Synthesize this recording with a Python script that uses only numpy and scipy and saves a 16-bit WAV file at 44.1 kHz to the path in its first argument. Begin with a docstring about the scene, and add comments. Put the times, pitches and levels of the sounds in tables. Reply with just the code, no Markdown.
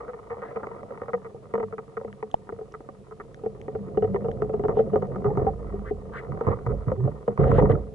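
"""Camera on a pole pushed through weed under water

A camera in a sealed case rides on a pole that is pushed through weed and over the bottom.
Its stereo microphones hear stems and grit up close, as struck and rubbed resonances of pole, mount and case.
Banks of fading sines make the rings and bubble plips; repeated pushes make slips; wavering sines make the hum.
Later shoves bring bumps, groans and a swelling hum, over filtered noise for buffeting and hiss.
"""
import sys
import numpy as np
from scipy import signal
from scipy.fft import rfft, irfft
from scipy.io import wavfile
from scipy.ndimage import uniform_filter1d, map_coordinates

SR = 44100
rng = np.random.default_rng(int(sys.argv[2]) if len(sys.argv) > 2 else 0)


def dump(signal):
    """Clip the signal to [-1, 1] and save it as 16-bit WAV at the path in sys.argv[1]."""
    limited = np.clip(np.atleast_2d(signal).T, -1, 1)
    pcm = np.round(limited * 32767).astype(np.int16)
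    wavfile.write(sys.argv[1], SR, pcm)


N = 350154
TIME = np.arange(N) / SR

# All mode tables list nominal resonances, before each blow's scatter and detuning:
# pitch_hz, width_hz, level_db (relative), left_minus_right_db, right_lead_rad
# ringing of the pole
POLE_MODES = [(99, 14, -6, -6, 0.27), (134.9, 14, 4, -6, 0.97), (180, 200, -8, -5.5, 0.97)]
# ringing of the mount between pole and case, same columns
MOUNT_MODES = [(361, 250, -8, 3.5, 0.1), (437.9, 24.5, 5.5, 1.1, 0.5), (534.4, 33, -3.5, -4, -0.5)]
# upper ringing of the mount, same columns
PING_MODES = [(676.7, 100, -2.5, 7, -1.3), (750.6, 33, 0.3, -7.5, -0.72)]
# ringing of the thin case, same columns
CASE_MODES = [(935, 110, 1, 13, -0.65), (1094, 290, 2.5, -6, 1.74), (1245, 116, 5.5, -5.5, 0.44),
              (1876, 93, -8, 1, -1.9), (2207, 230, -16.5, -2.5, -2.5)]
# sharp snaps near the case, same columns
SNAP_MODES = [(1940, 610, 1.5, 0, -2), (3150, 600, -5.5, -1, 1), (6200, 1600, -11, -1, 0)]
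# how hard the pole is pushed along: time_s, effort_db
EFFORT = [(0, -56.5), (.7, -49.5), (3.1, -53), (3.9, -40.5), (4.1, -36.5), (5.35, -35), (5.6, -41.5),
          (6, -43), (7.2, -47), (7.94, -44)]
# how thickly the weed brushes the pole: time_s, level_db
WEED = [(0, -47), (.25, -56), (.45, -46), (1.1, -54.5), (1.3, -60), (3, -66), (4.5, -55.5), (5.3, -52),
        (6, -59), (6.48, -43.5), (6.6, -53.5), (7.94, -64)]
# shoves against the bottom: start_s, length_s, rumble_db, grating_db, deep_hum_db (before mixing gains)
SHOVES = [(4.684, 0.014, -32.5, -25.5, -57), (5.252, 0.037, -27, -26.5, -34.5),
          (5.371, 0.086, -29.5, -29.5, -31.5), (6.281, 0.08, -32.5, -43, -67),
          (6.467, 0.024, -21, -26.5, -38.5), (6.663, 0.059, -28.5, -32.5, -31),
          (6.87, 0.028, -26.5, -33.5, -31), (7.037, 0.026, -25.5, -31.5, -47.5),
          (7.279, 0.032, -34.5, -37, -50.5), (7.385, 0.18, -20.5, -23, -24),
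          (7.578, 0.079, -21.5, -22.5, -26.5), (7.694, 0.035, -22.5, -25.5, -35.5)]


def undb(db):
    """Decibels to gain."""
    return 10 ** (np.asarray(db) / 20)


def unit(x):
    """Scale to rms 1."""
    return x / np.sqrt(np.mean(x ** 2))


def curve(table, at=TIME):
    """The columns of a table, joined by straight lines in time."""
    times, *columns = np.transpose(table)
    return np.squeeze([np.interp(at, times, column) for column in columns])


def add(out, s, sound):
    """Mix a stereo sound in at time s."""
    start = max(int(s * SR), 0)
    out[:, start:start + sound.shape[1]] += sound[:, :N - start]


def walk(rate):
    """Random levels held 1 / rate s and smoothed twice; spread near 1."""
    hold = int(SR / rate)
    steps = np.repeat(rng.standard_normal(N // hold + 1), hold)
    smooth = uniform_filter1d(uniform_filter1d(steps, hold), hold)
    return 1.3 * smooth[:N]


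def noise(spectrum, common):
    """Coloured stereo noise with a part common to both ears; rms 1."""
    hz, db = np.transpose(spectrum)
    bins_hz = np.arange(N // 2 + 1) * SR / N
    colour = undb(np.interp(np.log(bins_hz + 1), np.log(hz), db))
    white = rng.standard_normal((2, N)) + common * rng.standard_normal(N)
    return unit(irfft(rfft(white) * colour, N))


def bend(x, speed):
    """Multiply the pitch of a stereo sound by a changing factor."""
    position = np.cumsum(speed)
    return np.array([map_coordinates(ear, [position], order=1, mode="mirror") for ear in x])


def sag(sound, share):
    """A struck resonance starts sharp by this share and sinks to its own pitch as the load comes off."""
    settle_s = 0.012
    t = np.arange(sound.shape[1]) / SR
    return bend(sound, 1 + share * np.exp(-t / settle_s))


def flex(x, depth, rate):
    """The pole flexes under its load, which bends the pitch of its ringing up and down."""
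    return bend(x, 1 + depth * walk(rate))


def ring(modes, size, scatter_db, detune, pitch=1, contact_s=0, tilt_db=0):
    """Stereo ring after one blow, peak 1; each point of contact weights the modes differently."""
    hz, width, db, pan_db, lead = np.transpose(modes)
    t = np.arange(size) / SR
    chance = rng.standard_normal((2, len(hz)))
    hz = hz * pitch * (1 + detune * chance[0])
    weight = width * undb(db + scatter_db * chance[1] + tilt_db * np.log2(hz))
    # neighbouring modes start in opposite directions, so the ring takes a moment to swell
    weight = weight * (-1.) ** np.arange(len(hz))
    # the two microphone ports feel each mode with their own strength and phase
    ports = undb(np.outer([.5, -.5], pan_db)) * np.exp(1j * np.outer([-.5, .5], lead))
    fading_sines = np.exp(np.outer(2j * np.pi * hz - np.pi * width, t))
    y = ((ports * weight) @ fading_sines).imag
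    # the ring builds up smoothly while the contact lasts
    y *= np.sin(np.pi / 2 * np.minimum(t / max(contact_s, 1 / SR), 1)) ** 2
    return y / np.abs(y.mean(axis=0)).max()


def repeat(sound, lags, pushes):
    """The same ring set off again and again; peak 1."""
    out = np.zeros_like(sound)
    for lag, push in zip(lags, pushes):
        out[:, lag:] += push * sound[:, :max(sound.shape[1] - lag, 0)]
    return out / np.abs(out.mean(axis=0)).max()


def chatter(sound, slip_s, gap_s, fall_db, count):
    """A contact catches and slips in uneven grains that swell, hold for slip_s and fall away; peak 1."""
    gaps, sizes = .5 + rng.random((2, count))
    at = gap_s * (np.cumsum(gaps) - gaps[0])
    swell = np.minimum((at + gap_s) / (slip_s / 2 + gap_s), 1)
    fall = undb(-fall_db * np.maximum(at - slip_s, 0) / gap_s)
    pushes = sizes * swell * fall
    pushes[0] = 1 + rng.random() / 2  # the first strike is crisp
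    return repeat(sound, (at * SR).astype(int), pushes)


def slipping(sound, hz, slip_s, jitter, count):
    """A stem strikes, then slips once a cycle for slip_s, so the ring holds and bends in pitch; peak 1."""
    chance = rng.standard_normal((2, count))
    drift = rng.standard_normal() * np.linspace(-1, 1, count)
    periods = SR / hz * (1 + jitter * (chance[0] + drift))
    lags = (np.cumsum(periods) - periods[0]).astype(int)
    along = np.minimum((np.arange(count) + .5) / (slip_s * hz + 1), 1)
    pushes = np.cbrt(np.abs(np.sin(np.pi * along))) * undb(chance[1])
    pushes[0] *= 2  # extra weight on the first strike
    return repeat(sound, lags, pushes)


def rub(modes, per_s, spread_db, contact_s, size, count=3):
    """Dense little slips of uneven strength at a few points of contact ring the modes; rms 1."""
    out = 0
    for _ in range(count):
        happens = rng.random(N) < per_s / count / SR
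        direction = rng.choice([-1, 1], N)
        strength = undb(spread_db * np.minimum(rng.exponential(size=N), 4))
        slips = happens * direction * strength
        response = ring(modes, size, scatter_db=1, detune=.005, contact_s=contact_s)
        out = out + signal.oaconvolve(slips[None], response, axes=1)[:, :N]
    return unit(out)


def even(x, span_s):
    """Hold the strength steady over spans longer than span_s."""
    power = uniform_filter1d(np.mean(x ** 2, axis=0), int(span_s * SR))
    power = uniform_filter1d(power, int(span_s * SR / 2))
    return x / np.sqrt(power + 1e-4)


def notes(rows, wander, flutter_db, rate):
    """Lasting tones whose pitch and strength waver with the flow."""
    ears = np.array([[.5], [-.5]])
    out = 0
    for hz, db, pan_db, lead in rows:
        phase = 2 * np.pi * np.cumsum(hz * (1 + wander * walk(rate))) / SR
        gain = undb(db + ears * pan_db + flutter_db * walk(rate))
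        out = out + np.sqrt(2) * gain * np.sin(phase - ears * lead)
    return out


def blows(events, modes, gain_db, contact_s, detune, size, glide=0):
    """A table of events that all ring the same modes."""
    out = np.zeros((2, N))
    for s, db in events:
        blow = ring(modes, size, 7.5, detune, contact_s=contact_s)
        add(out, s, undb(db + gain_db) * sag(blow, glide))
    return out


def shoves(attack_s, release_s):
    """Strength of rumble, grating and deep hum: each shove rises, holds and lets go."""
    out = 0
    for s, length, *db in SHOVES:
        rise = np.clip((TIME - s) / attack_s, 0, 1)
        release = np.exp(-np.maximum(TIME - s - length, 0) / release_s)
        out = out + np.outer(undb(db), rise * release)
    return out


def microphone_hiss():
    """Steady microphone noise, partly shared by the two ears."""
    # colour of the noise: pitch_hz, density_db (relative, per Hz)
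    hiss_colour = [(20, 16), (60, 15), (300, 14), (2500, 3), (5000, -1.5), (8000, -3), (11000, -5.5)]
    return undb(-65) * noise(hiss_colour, common=0.49)


def hum():
    """The flow buffets the case and keeps the pole humming at its bending notes; shoves make it swell."""
    # lasting deep note of the pole: pitch_hz, level_db (relative), left_minus_right_db, right_lead_rad
    deep_notes = [(53.45, -1, -6, 0.0013)]
    # lasting upper note of the pole, same columns
    upper_notes = [(201, -6, 1.3, 1)]
    # water buffeting the case: pitch_hz, density_db (relative, per Hz)
    buffet_colour = [(12, -28.5), (42, -10), (80, -2.5), (140, -22), (600, -81)]
    # water streaming past the pole: time_s, level_db (before the parts' gains)
    flow = [(0, -53), (.7, -67.5), (3.95, -54), (4.35, -41), (4.85, -50.5), (5.7, -36), (6.3, -47),
            (6.8, -33.5), (7.2, -58.5), (7.94, -63.5)]
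    deep = notes(deep_notes, wander=.07, flutter_db=3, rate=14)
    upper = notes(upper_notes, wander=.035, flutter_db=5.5, rate=24)
    buffet = noise(buffet_colour, common=5)
    # the bending notes build up and die away slowly
    *_, swell = shoves(attack_s=0.072, release_s=0.096)
    low_gain = np.hypot(undb(curve(flow)), swell)
    upper_gain = np.hypot(undb(curve(EFFORT)), undb(-4.5) * swell)
    low = undb(-3.5) * deep + undb(-5.0) * buffet
    return low * low_gain + upper * upper_gain


def drag():
    """Weed and silt slide along the pole: a rumble in the shaft, a drone in the mount, a crackle in the case."""
    hold_s = .1
    pole = even(rub(POLE_MODES, per_s=300, spread_db=1.0, contact_s=0.0015, size=9000), hold_s)
    mount = even(rub(MOUNT_MODES, per_s=200, spread_db=2.5, contact_s=0.0014, size=5000), hold_s)
    upper = even(rub(PING_MODES, per_s=130, spread_db=2.0, contact_s=0.00062, size=5000), hold_s)
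    case = even(rub(CASE_MODES, per_s=490, spread_db=4.0, contact_s=0.0012, size=1800), hold_s)
    pole, mount, upper, case = (flex(part, depth=.028, rate=22) for part in (pole, mount, upper, case))
    effort, weed = undb(curve(EFFORT)), undb(curve(WEED))
    rumble, grating, _ = shoves(attack_s=0.01, release_s=0.042)
    # effort shakes the shaft, weed rustles the case, the mount between them feels both
    pole_gain = np.hypot(effort, rumble)
    mount_gain = np.linalg.norm([effort, undb(4.0) * weed, grating], axis=0)
    upper_gain = np.linalg.norm([undb(-11.5) * effort, weed, undb(-10.0) * grating], axis=0)
    case_gain = np.hypot(weed, undb(-17.5) * grating)
    # stems catch and let go, so the crackle comes in short rounded bursts
    catch_db = 6.5 * np.tanh(1.5 * walk(75)) - 1.5
    drone = mount * mount_gain + upper * upper_gain
    crackle = case * case_gain * undb(catch_db)
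    return pole * pole_gain + drone + crackle


def tap(s, mount_db, case_db, slip_s=0):
    """One tap chatters on the case, sings in the mount and nudges the pole; grit adds a tick and a snap."""
    # how the taps' colour changes: grit tick strongest at the start, case brightest near 4 s, duller later:
    # time_s, case_brightness_db_per_octave, grit_tick_db (relative to the mount), mount_pitch_hz
    contact = [(0, 1.5, -37, 472), (1.6, 1.5, -43, 448.5), (2.4, 0, -54, 439.6), (4, 2.5, -40, 443.7),
               (5.9, -11, -47.5, 408.6), (6.5, -5.5, -43.5, 484)]
    # thin tick of grit: pitch_hz, width_hz, level_db (relative), left_minus_right_db, right_lead_rad
    grit_modes = [(2830, 65, -0.91, -2, 0.89)]
    # ringing of the nudged pole, same columns
    nudge_modes = [(98, 5.1, -8.5, -4.5, .4), (205.5, 8.6, -0.5, 0.5, 0.93)]
    tilt_db, grit_db, hz = curve(contact, s)
    pitch = hz / 440  # relative to the mount's nominal 440 Hz
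    case = ring(CASE_MODES, size=3000, scatter_db=3.5, detune=.025, contact_s=0.001, tilt_db=tilt_db)
    mount = ring(MOUNT_MODES, size=5000, scatter_db=6.5, detune=0.03, pitch=pitch, contact_s=0.0017)
    upper = ring(PING_MODES, size=5000, scatter_db=4.0, detune=0.0093, contact_s=0.0033)
    grit = ring(grit_modes, size=5000, scatter_db=-2, detune=0.028, contact_s=0.00069)
    pole = ring(nudge_modes, size=5000, scatter_db=10.5, detune=0.047, contact_s=0.0045)
    snap = ring(SNAP_MODES, size=600, scatter_db=5.5, detune=.06, contact_s=0.00022, tilt_db=8)
    mount = slipping(mount, hz, slip_s, jitter=.04, count=16)
    case = chatter(case, slip_s, gap_s=.0045, fall_db=11, count=10)
    upper = chatter(upper, slip_s, gap_s=.0045, fall_db=11, count=10)
    out = undb(mount_db) * (mount + undb(-13.0) * upper + undb(grit_db) * grit + undb(-17) * pole)
    add(out, 0, undb(case_db) * case)
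    add(out, 0, undb(case_db - 26.0) * snap)
    return sag(out, .05 * rng.random())


def light_taps(count):
    """Thin stems tick against the pole at random, louder where the weed is thick."""
    out = np.zeros((2, N))
    mount_db, case_db, range_db = 12, 10, 5.6  # the first two relative to the weed
    for k, (when, strength) in enumerate(rng.random((count, 2))):
        s = (k + when) / count * N / SR  # one tap in each equal stretch of time
        db = curve(WEED, s) + range_db * strength
        add(out, s, tap(s, db + mount_db, db + case_db))
    return out


def taps():
    """Stems and stones strike the pole; some keep slipping along it for a moment."""
    # taps on the pole: start_s, mount_peak_db, case_peak_db, slip_s (0 for a clean tap)
    tap_events = [(0.081, -30, -35, 0.017), (.133, -33, -36, 0.01), (.304, -27, -33, 0.024),
                  (0.39, -38, -45, 0.0088), (0.419, -30.5, -32.5, 0.015), (0.559, -22, -33, 0.014),
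                  (0.632, -27.5, -29.5, 0.01), (0.669, -28, -30, 0), (.906, -28, -39, 0.004),
                  (.975, -35, -34, 0.0052), (1.017, -26, -29.5, 0), (1.082, -27.5, -31.5, 0.016),
                  (1.133, -17, -24, 0.013), (1.246, -34, -38, 0.024), (1.345, -31, -57, 0.00012),
                  (1.538, -16.5, -23.5, 0.0036), (1.553, -22, -22.5, 0.0039), (1.578, -20.5, -31.5, 0.003),
                  (1.599, -21.5, -30, 0.008), (1.628, -21.5, -29, 0.0089), (1.725, -26.5, -33, 0.013),
                  (1.781, -29.5, -29, 0.0099), (1.969, -23.5, -29, 0.0085), (2.012, -28.5, -36.5, 0),
                  (2.047, -23.5, -40, 0.00014), (2.079, -32.5, -41, 0.0046), (2.227, -24, -26, 0.0035),
                  (2.491, -30, -30.5, 0.0069), (2.523, -26, -42, 0.0023), (2.588, -30, -42.5, .004),
                  (2.611, -28, -47, 0.0058), (2.74, -35, -30.5, 0.01), (2.805, -32.5, -44, 0),
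                  (2.889, -31.5, -36.5, 0), (3.11, -34, -37, 0.016), (3.2, -34, -32.5, 0.012),
                  (3.435, -25, -44.5, 0.0038), (3.46, -18, -42, 0.0043), (3.681, -24, -35, 0.00046),
                  (3.75, -20, -39, 0.0052), (3.973, -11.5, -31.5, 0.0036), (4.023, -13.5, -34, 0.007),
                  (4.042, -16, -37.5, 0.0077), (4.144, -16, -30.5, 0.0023), (4.16, -23, -25, 0.0014),
                  (4.245, -19.5, -39.5, 0.018), (4.284, -19, -36, 0), (4.42, -15, -24.5, 0.003),
                  (4.495, -21, -41.5, 0.0026), (4.538, -16.5, -33.5, 0.0045), (4.595, -21.5, -38, 0),
                  (4.637, -14, -34.5, 0.019), (4.683, -17.5, -24.5, 0.012), (4.769, -13.5, -33, 0.0089),
                  (4.79, -10, -33, 0.013), (4.932, -13, -35.5, 0.013), (4.958, -11.5, -24.5, .003),
                  (5.023, -17.5, -27, 0.0042), (5.159, -24.5, -28, 0.0029), (5.244, -14.5, -26.5, 0.025),
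                  (5.372, -16.5, -24, 0.00048), (5.413, -29, -54, 0.01), (5.466, -16.5, -38.5, 0.0058),
                  (5.739, -24.5, -47, 0.0031), (5.908, -18.5, -58, 0.0029), (6.409, -20, -26, 0.0048),
                  (6.468, -21, -22, 0.02), (6.516, -29.5, -26.5, 0.021), (6.589, -41, -36, 0.00027),
                  (6.664, -28, -24.5, 0.003), (6.882, -26, -30, 0.0023), (6.917, -18, -26, 0.0025),
                  (7.076, -21.5, -40.5, 0.0061), (7.278, -12, -27, 0.0028), (7.376, -30, -24.5, 0.0012),
                  (7.44, -17.5, -23, 0.0046), (7.474, -17, -34, 0.0018), (7.516, -29, -19, 0),
                  (7.581, -11, -23, 0.0095), (7.622, -18, -22.5, 0), (7.696, -12.5, -30, 0.0019),
                  (7.752, -36, -30, .002)]
    out = np.zeros((2, N))
    for row in tap_events:
        add(out, row[0], tap(*row))
    return out


def swishes():
    """Fronds brush the case: they slip ever faster, a rough rising squeak in its ring, with a fine rasp."""
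    # fronds passing the case: middle_s, length_s, squeak_db, rasp_db
    swish_events = [(0.466, 0.12, -48, -71.5), (4.787, 0.072, -54, -64), (5.877, 0.053, -41.5, -68),
                    (6.169, 0.071, -35, -60.5), (6.498, 0.1, -47.5, -70), (7.466, 0.16, -46, -63),
                    (7.574, 0.065, -38.5, -55), (7.712, 0.035, -37.5, -61.5)]
    # case under the squeak: pitch_hz, width_hz, level_db (relative), left_minus_right_db, right_lead_rad
    swish_modes = [(1200, 220, 7, -2, 1.2), (2000, 220, 9.9, 1.2, -1.5)]
    # fine rasp, same columns
    rasp_modes = [(2820, 810, 5.5, -0.78, 1), (4000, 1300, -6.5, 0, -1.1), (6800, 2000, -13.5, -1, 0)]
    middle_hz, rise_hz = 1655, 645  # slip rate at the middle of a swish, and its rise from start to end
    rasp = rub(rasp_modes, per_s=1100, spread_db=3.5, contact_s=0.000077, size=900)
    body = ring(swish_modes, size=900, scatter_db=3.5, detune=0)
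    body = 2 * body / np.abs(rfft(body)).max()
    waver = 1 + .19 * walk(2200)
    slips, rasp_gain = 0, 0
    for s, length, squeak_db, rasp_db in swish_events:
        along = (TIME - s) / length
        swell = np.exp(-np.abs(2 * along) ** 3)
        hz = middle_hz + rise_hz * np.clip(along, -1, 1)
        phase = 2 * np.pi * np.cumsum(hz * waver) / SR
        slips = slips + undb(squeak_db) * swell * np.sin(phase)
        rasp_gain = rasp_gain + undb(rasp_db) * swell
    squeak = signal.oaconvolve(slips[None], body, axes=1)[:, :N]
    return squeak + rasp * rasp_gain


def snaps():
    """Sharp snaps of grit or tiny bubbles near the case: very short, broad rings."""
    # snaps near the case: start_s, level_db (before the gain below)
    snap_events = [(2.1276, -46), (2.314, -46.5), (2.3418, -36.5), (2.7225, -53), (3.3447, -44.5),
                   (3.6144, -47), (4.315, -44.5), (7.6, -40), (7.7183, -46)]
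    return blows(snap_events, SNAP_MODES, gain_db=5.0, contact_s=0.0012, detune=0.082, size=600)


def plips():
    """Hollow bubble plips close to the microphones, as short rings."""
    # bubble plips: start_s, peak_db
    plip_events = [(2.3415, -13), (7.629, -22)]
    # ring of a plip: pitch_hz, width_hz, level_db (relative), left_minus_right_db, right_lead_rad
    plip_modes = [(135, 200, 9, -7, 1.4), (434, 36, -2, -8, 2.4), (760, 190, 14, 1, -2.2)]
    return blows(plip_events, plip_modes, gain_db=0, contact_s=0.0028, detune=0.016, size=2000)


def bumps():
    """Every shove begins with a bump that rings the pole, as strong as its rumble calls for."""
    events = [(s, rumble_db) for s, _, rumble_db, *_ in SHOVES]
    return blows(events, POLE_MODES, gain_db=2, contact_s=0.014, detune=0.013, size=9000)


def groans():
    """The pole's tip skids, sticking and slipping on one resonance: rough tones swell, glide and fade."""
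    # groans of the pole: start_s, length_s, start_hz, end_hz, level_db
    groan_events = [(5.274, 0.052, 805, 760, -32.5), (5.379, 0.053, 775, 707, -34.5),
                    (5.464, 0.04, 830, 703, -25.5), (6.448, 0.1, 435, 492, -26),
                    (6.659, 0.05, 110, 137, -20.5), (6.685, 0.068, 400, 465, -28),
                    (6.866, 0.045, 126, 130, -22.5), (6.965, 0.075, 421, 374, -33),
                    (6.968, 0.13, 116, 141.5, -23)]
    waver, flutter = 1 + 0.059 * walk(120), undb(2 * walk(120))
    ears = np.array([[.5], [-.5]])
    pan_db, lead = -4, .6  # left minus right in dB, right ear's lead in rad
    out = 0
    for s, length, start_hz, end_hz, db in groan_events:
        along = np.clip((TIME - s) / length, 0, 1)
        hz = start_hz + (end_hz - start_hz) * along
        phase = 2 * np.pi * np.cumsum(hz * waver) / SR
        swell = np.sin(np.pi * along)
        out = out + np.sqrt(2) * undb(db) * swell * np.sin(phase - ears * lead)
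    return out * flutter * undb(ears * pan_db)


def pings():
    """Glancing blows ring the upper notes of the mount, which start sharp and sink."""
    # glancing blows: start_s, level_db (before the gain below)
    ping_events = [(5.468, -20.5), (7.283, -19.5), (7.587, -19.5)]
    return blows(ping_events, PING_MODES, gain_db=-3.0, contact_s=0.00063, detune=0.0094, size=5000, glide=.16)


def scene():
    """Everything the camera hears through pole, case and water, over its own hiss."""
    steady = microphone_hiss() + hum() + drag()
    contacts = light_taps(count=64) + taps() + swishes()
    nearby = snaps() + plips()
    pushing = bumps() + groans() + pings()
    return steady + contacts + nearby + pushing


def record(dry):
    """The camera drops the deepest rumble and cuts the top."""
    low_hz, top_hz = 14, 11250
    high_pass = signal.butter(2, low_hz, "high", fs=SR, output="sos")
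    thinned = signal.sosfilt(high_pass, dry)
    low_pass = signal.ellip(10, .2, 70, top_hz, fs=SR, output="sos")  # 0.2 dB ripple, 70 dB down
    return signal.sosfilt(low_pass, thinned)


dry = scene()
out = record(dry)
dump(out)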